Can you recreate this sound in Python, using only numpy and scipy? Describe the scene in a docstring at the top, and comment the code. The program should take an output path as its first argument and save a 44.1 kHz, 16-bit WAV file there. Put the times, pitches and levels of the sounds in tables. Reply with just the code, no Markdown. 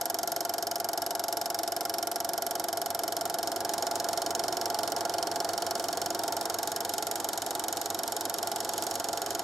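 """A quick, even clatter with a pulsed whine: a small film projector running with its lamp cover off.
About 23 times a second the claw snaps into the film, the metal gate clicks and the chassis rings.
Under it the cooling fan rushes, the motor hums and the film hisses through its guides with stray ticks.
The balance shifts as the microphone drifts from the lamp, past the lens, to the reel."""
import sys
import numpy as np
from scipy import signal
from scipy.fft import rfft, irfft, next_fast_len
from scipy.io import wavfile
from scipy.ndimage import uniform_filter1d

SR = 44100
rng = np.random.default_rng(int(sys.argv[2]) if len(sys.argv) > 2 else 0)


def wav_out(sig):
    """Save sig, one row per channel (or a flat mono array), as 16-bit PCM at SR to the path in sys.argv[1]."""
    wavfile.write(sys.argv[1], SR, np.round(np.clip(np.atleast_2d(sig).T, -1, 1) * 32767).astype(np.int16))


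N = 415863

# the microphone's path: (time [s], spot [0 lamp, 1 lens, 2 reel])
MIC_PATH = [(0, 0), (2.2, 0.15), (3.1, 0.25), (3.7, 0.85), (5.5, 0.96), (7.2, 1.9), (8.2, 1.81),
            (9.43, 1.6)]


def gate_clicks(frames, t, size=1200):
    """The claw rings the gate once a frame; strokes differ a little in force and colour."""
    # the click by band; low ringing builds more slowly:
    # (low [Hz], high [Hz], rise [s], crack [s], tail [s], tail level [dB], left-right likeness [0-1])
    bands = [(1000, 3740, 0.0021, 0.0068, 0.003, -25, 0.66),
             (3490, 8970, 0.00049, 0.0033, 0.0076, -13.5, 0.76),
             (9050, 18000, 0.0002, 0.002, 0.0081, -20.5, 0.11)]
    hz = np.fft.rfftfreq(size, 1 / SR)
    colour = gate_colour(hz, at_times(MIC_PATH, frames)[0])
    spread_db = at_mic((0.1, 0.6, 0.3), frames)
    force = rng.standard_normal(len(frames))
    clicks = 0
    for low_hz, high_hz, *shape in bands:
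        share = 1 / (1 + (hz / high_hz) ** 20) - 1 / (1 + (hz / low_hz) ** 20)
        stroke_db = spread_db * (force + rng.standard_normal(len(frames)))
        band = snap(frames, colour * np.sqrt(abs(share)), *shape)
        clicks = clicks + band * from_db(np.interp(t, frames, stroke_db))
    return rms_one(clicks) * pan(-2.4)


def gate_colour(hz, spot):
    """The gate's spectrum from each microphone spot; every resonance is beamed its own way."""
    # claw and gate: (pitch [Hz], width [Hz], level at lamp [dB], at lens [dB], at reel [dB])
    resonances = [(2280, 880, -13.5, -12.5, -12.5), (3018, 70, 0, 1, 0), (3142, 310, -7, -3, -2),
                  (3790, 250, -5.5, -2.5, -1.5), (4396, 192, -1.5, 6, 2), (5086, 120, 9, 7.5, 6),
                  (5550, 1280, -1.5, -3.5, -3.5), (5445, 200, 6, 9, 4.5), (6624, 59, 9, 7, -38),
                  (6746, 135, -15, 6.5, 10), (7680, 1800, -3, -5, -1), (8920, 440, -18, -7, 1),
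                  (9950, 1200, -2, -1.5, -6.5), (11490, 520, 7, -5.5, 9), (11730, 350, 6, -1, -22),
                  (12540, 220, 4, 4.5, -4), (14440, 690, -10, -7.5, -8), (14800, 450, -13, -14, -9)]
    centre, width, *level_db = np.transpose(resonances)
    peaks = (1 + (1.29 * (hz - centre[:, None]) / width[:, None]) ** 2) ** -2.0
    nearness = np.maximum(1 - abs(spot[:, None] - np.arange(3)), 0)
    power = from_db(nearness @ np.array(level_db)) ** 2 @ peaks
    low_cut = np.sqrt(1 + (1700 / np.maximum(hz, 1)) ** 8)
    return np.sqrt(power + 1e-6) / low_cut


def snap(frames, colour, rise_s, crack_s, tail_s, tail_db, alike, memory_s=0.013):
    """A sharp stereo crack with a softer tail; the later the ringing, the less it repeats."""
    age = np.arange(2 * (colour.shape[1] - 1)) / SR
    attack = 1 - np.exp(-age / rise_s)
    decay = np.exp(-age / crack_s) + from_db(tail_db) * np.exp(-age / tail_s)
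    fresh = 1 - 0.89 * np.exp(-age / memory_s)  # share of the power that is new each stroke
    mid, side = [place(frames, chatter(colour, rms_one(attack * decay), fresh)) for _ in range(2)]
    return stereo(mid, side, alike)


def chatter(colour, fade, fresh, count=9):
    """Bending waves scatter through the gate, much alike from snap to snap; one row a stroke."""
    strokes, size = len(colour), len(fade)
    wanted = colour[np.linspace(0, strokes - 1, count).astype(int)]
    patterns = irfft(rfft(rng.standard_normal((count, size))) * wanted)
    due = uniform_filter1d(wanted ** 2, size=9, axis=1)
    for _ in range(3):  # a sharp snap feeds every resonance its due share
        power = uniform_filter1d(abs(rfft(patterns * fade)) ** 2, size=9, axis=1) / np.sum(fade ** 2)
        gain = np.clip(np.sqrt(abs(due) / (abs(power) + 1e-12)), 1 / 2, 2)
        patterns = irfft(rfft(patterns) * gain)
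    along = np.linspace(0, count - 1, strokes)[:, None]
    crossfade = np.cos(np.pi / 2 * np.minimum(abs(along - np.arange(count)), 1))
    repeating = crossfade @ patterns
    loose = irfft(rfft(rng.standard_normal((strokes, size))) * colour)
    return (np.sqrt(1 - fresh) * repeating + np.sqrt(fresh) * loose) * fade


def chassis_whine(frames, t, uneven_db=-0.14, jitter_s=0.00002):
    """Three knocks a frame ring the chassis; the mode near 680 Hz rings on into the next frame and becomes the
    whine."""
    # cam, claw and film stop: (time from the click [s], level [dB])
    knocks = [(-.00124, -2.5), (.0014, 3.5), (.00542, -3)]
    # chassis modes: (pitch [Hz], level [dB], 60 dB decay time [s])
    modes = [(113, -52, 0.05), (243, -43, 0.0081), (327, -48, 0.14), (373, -46, 0.091), (544, -43, 0.1),
             (676.7, -30.5, 0.1), (721.8, -40, 0.1), (810, -23.5, 0.024), (829, -23, 0.017),
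             (920, -48.5, 0.15), (1117, -56.5, 0.19), (1348, -37.5, 0.041), (1400, -38.5, 0.11),
             (1480, -60.5, 0.21), (1636, -45.5, 0.074), (2126, -52, 0.069)]
    blows = 0
    for delay, db in knocks:
        late, strength = rng.standard_normal((len(frames), 2)).T
        force = from_db(db + uneven_db * strength)
        blows = blows + place(frames + delay + jitter_s * late, force[:, None])
    upper_gain = from_db(at_mic((-0.2, -0.4, 3), t))  # modes above the whine carry further
    body = 0
    for k, (hz, db, t60) in enumerate(modes):
        mode = (-1) ** k * from_db(db) * ring(blows, hz, t60)
        body = body + mode * (upper_gain if hz > 760 else 1)
    low_cut = signal.butter(1, 156, "high", fs=SR, output="sos")
    left_db = at_mic((0.9, -1.7, -2.5), t)  # slips to the right as the microphone moves
    return signal.sosfilt(low_cut, body) * pan(left_db)


def claw_times(t, first_s=0.0119):
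    """The claw strikes once per turn of the shutter shaft."""
    # shutter shaft: (time [s], speed [turns/s])
    shaft_speed = [(0, 22.822), (1.2, 22.829), (2.4, 22.822), (3.6, 22.814), (5.8, 22.806), (8.1, 22.7965),
                   (9.43, 22.803)]
    turns = np.cumsum(at_times(shaft_speed, t)[0]) / SR
    return first_s + np.interp(np.arange(int(turns[-1]) + 1), turns, t)


def fan_rush():
    """Air rushes through the housing, which sings along at two resonances; rms 1."""
    # the air's colour: (frequency [Hz], relative level [dB])
    spectrum = [(30, -23), (70, -14), (150, -9), (230, -5), (330, 5), (440, 5), (590, 0), (850, 2.5),
                (1020, -2), (1300, -5), (1650, -7.5), (2600, -21.5), (6000, -93)]
    air = rush(spectrum)
    return rms_one(air + from_db(-1.5) * resonate(air, 657, 28) + from_db(-5) * resonate(air, 823, 95))


def machine_hum(t):
    """Mains hum beats with the rotor's tone, under the steady whirr of motor, fan and shutter shaft."""
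    # rotor and mains: (pitch [Hz], base level [dB])
    hum_tones = [(94.1, -67.5), (99.9, -64)]
    # steady whirr of motor, fan and shutter shaft; 570.5 Hz is an overtone of the frame rate:
    # (pitch [Hz], base level [dB])
    whirr_tones = [(159.7, -70.5), (228.1, -67), (282.3, -77), (300.1, -68.5), (319.3, -71), (329.4, -58.5),
                   (423.6, -68), (570.5, -56.5), (758.7, -57.5), (805.8, -54), (846.9, -49.5), (905.7, -54),
                   (952.8, -63)]
    swell = at_mic((-3.5, 3.5, -1), t)
    hum = wavering_tones(t, hum_tones, swell * 0.83, waver_db=1.0, wander=0.0005)
    whirr = wavering_tones(t, whirr_tones, swell * 0.48, waver_db=2.5, wander=0.00055)
    return hum + whirr


def wavering_tones(t, tones, swell_db, waver_db, wander):
    """Held sines, each wavering a little in level and pitch."""
    chord = 0
    for hz, db in tones:
        level_db = db + swell_db + waver_db * drift(1.4)
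        phase = 2 * np.pi * hz * t + wander * hz * drift(0.49)
        chord = chord + from_db(level_db) * np.sqrt(2) * np.sin(phase)
    return chord


def film_hiss(frames, t, slide_db, rub_s=0.026, rub_width_s=0.0024, brush_s=8.84, brush_width_s=0.18):
    """Sliding film hisses unevenly, more as the claw draws back and once as it brushes the reel."""
    # the hiss's colour: (frequency [Hz], relative level [dB])
    spectrum = [(1500, -38), (2600, -9.5), (3300, 1.5), (5300, 3.5), (6200, 0.5), (8200, -0.5),
                (9800, -7.5), (11700, -3), (13500, -11), (16000, -52)]
    since_click = t - frames[np.maximum(np.searchsorted(frames, t) - 1, 0)]
    rub_db = 3 * np.exp(-((since_click - rub_s) / rub_width_s) ** 2)
    brush_db = 4 * np.exp(-((t - brush_s) / brush_width_s) ** 2)
    level_db = at_mic(slide_db, t) + rub_db + brush_db
    return rush(spectrum) * from_db(level_db + 2.16 * drift(48)) * pan(-0.69)


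def film_ticks(slide_db, faint_per_s=2.5, decay_s=0.0057, size=800, count=60):
    """The film edge catches in its guides or on the claw: a few hard scratches, faint ones at random."""
    # hard catches: (time [s], level before the band-pass [dB])
    catches = [(3.736, -23), (3.956, -25), (4.307, -26), (4.35, -23), (5.402, -28), (8.836, -24),
               (8.940, -28)]
    faint_s = np.cumsum(rng.exponential(1, count)) / faint_per_s
    faint_db = at_mic(slide_db, faint_s) + 13 + 2 * rng.standard_normal(count)  # riding over the hiss
    times, level_db = np.hstack([np.transpose(catches), [faint_s, faint_db]])
    fade = from_db(level_db)[:, None] * np.exp(-np.arange(size) / SR / decay_s)
    mid, side = [place(times, fade * rng.standard_normal(fade.shape)) for _ in range(2)]
    return resonate(stereo(mid, side, 0.65), hz=6700, width_hz=4500)


def rush(spectrum):
    """Stereo noise of a given colour, wider in the treble; rms 1."""
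    # stereo image: (frequency [Hz], left-right likeness [0-1])
    likeness = [(30, .5), (70, 0.77), (150, 0.63), (300, 0.98), (800, 0.91), (1400, 0.82), (3000, 0.41),
                (8000, 0.4), (15000, 0.12)]
    size = next_fast_len(N)
    hz = np.maximum(np.fft.rfftfreq(size, 1 / SR), 1)
    mid, side = rfft(rng.standard_normal((2, size)))
    coloured = stereo(mid, side, at_hz(likeness, hz)) * from_db(at_hz(spectrum, hz))
    return rms_one(irfft(coloured, size)[:, :N])


def drift(rate_hz):
    """A smooth random wobble with a spread of about 1."""
    r = np.exp(-200 * np.pi * rate_hz / SR)  # one step every 100 samples
    slow = signal.lfilter([1], [1, -2 * r, r * r], rng.standard_normal(N // 100 + 2002))[2000:]
    return np.interp(np.arange(N) / 100, np.arange(len(slow)), rms_one(slow))


def ring(clicks, hz, t60):
    """A unit click sets a sine of height 1 ringing."""
    r, w = np.exp(-np.log(1000) / (t60 * SR)), 2 * np.pi * hz / SR
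    return signal.lfilter([0, np.sin(w)], [1, -2 * r * np.cos(w), r * r], clicks)


def resonate(x, hz, width_hz):
    """A band-pass resonance with gain 1 at its peak."""
    r, w = np.exp(-np.pi * width_hz / SR), 2 * np.pi * hz / SR
    return signal.lfilter(np.array([1, 0, -1]) * (1 - r * r) / 2, [1, -2 * r * np.cos(w), r * r], x)


def place(times, sounds):
    """Lays one row of sounds at each time."""
    at = np.round(np.asarray(times) * SR).astype(int)[:, None] + np.arange(sounds.shape[1])
    inside = (at >= 0) & (at < N)
    return np.bincount(at[inside], sounds[inside], N) + 1e-18


def stereo(mid, side, alike):
    """Left and right of a given likeness from two unrelated sounds."""
    return np.sqrt((1 + alike) / 2) * mid + np.sqrt((1 - alike) / 2) * side * np.array([[1], [-1]])


def pan(left_db):
    """Channel gains for a left-minus-right level."""
    return from_db(left_db * np.array([[.5], [-.5]]))


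def at_mic(by_spot, s):
    """Blends a (lamp, lens, reel) setting along the microphone's path, at the times s."""
    return np.interp(at_times(MIC_PATH, s)[0], np.arange(3), by_spot)


def at_times(rows, s):
    """The columns of a curve table, read at the times s."""
    times, *columns = np.transpose(rows)
    return [np.interp(s, times, c) for c in columns]


def at_hz(rows, hz):
    """A spectrum table, read on a log-frequency axis."""
    frequencies, values = np.transpose(rows)
    return np.interp(np.log(hz), np.log(frequencies), values)


def from_db(db):
    """Decibels to gain."""
    return 10 ** (np.asarray(db) / 20)


def rms_one(x):
    """Scales a sound to rms 1."""
    return x / np.sqrt(np.mean(x ** 2) + 1e-20)


def scene():
    """The machine runs evenly; the microphone's spot (lamp, lens, reel) sets the mix."""
    t = np.arange(N) / SR
    frames = claw_times(t)
    whine = chassis_whine(frames, t) * from_db(at_mic((0.74, 1.67, -4), t))
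    clicks = gate_clicks(frames, t) * from_db(at_mic((-37, -37, -37.1), t))
    air = fan_rush() * from_db(at_mic((-42, -37.5, -39.5), t))
    bed = (air + machine_hum(t)) * pan(-0.62)
    slide_db = (-53.5, -49.5, -49)
    return clicks + whine + bed + film_hiss(frames, t, slide_db) + film_ticks(slide_db)


def record(dry, cutoff_hz=16400):
    """A steep low-pass takes off the very top."""
    return signal.sosfilt(signal.ellip(10, .3, 80, cutoff_hz, fs=SR, output="sos"), dry)


dry = scene()
out = record(dry)
wav_out(out)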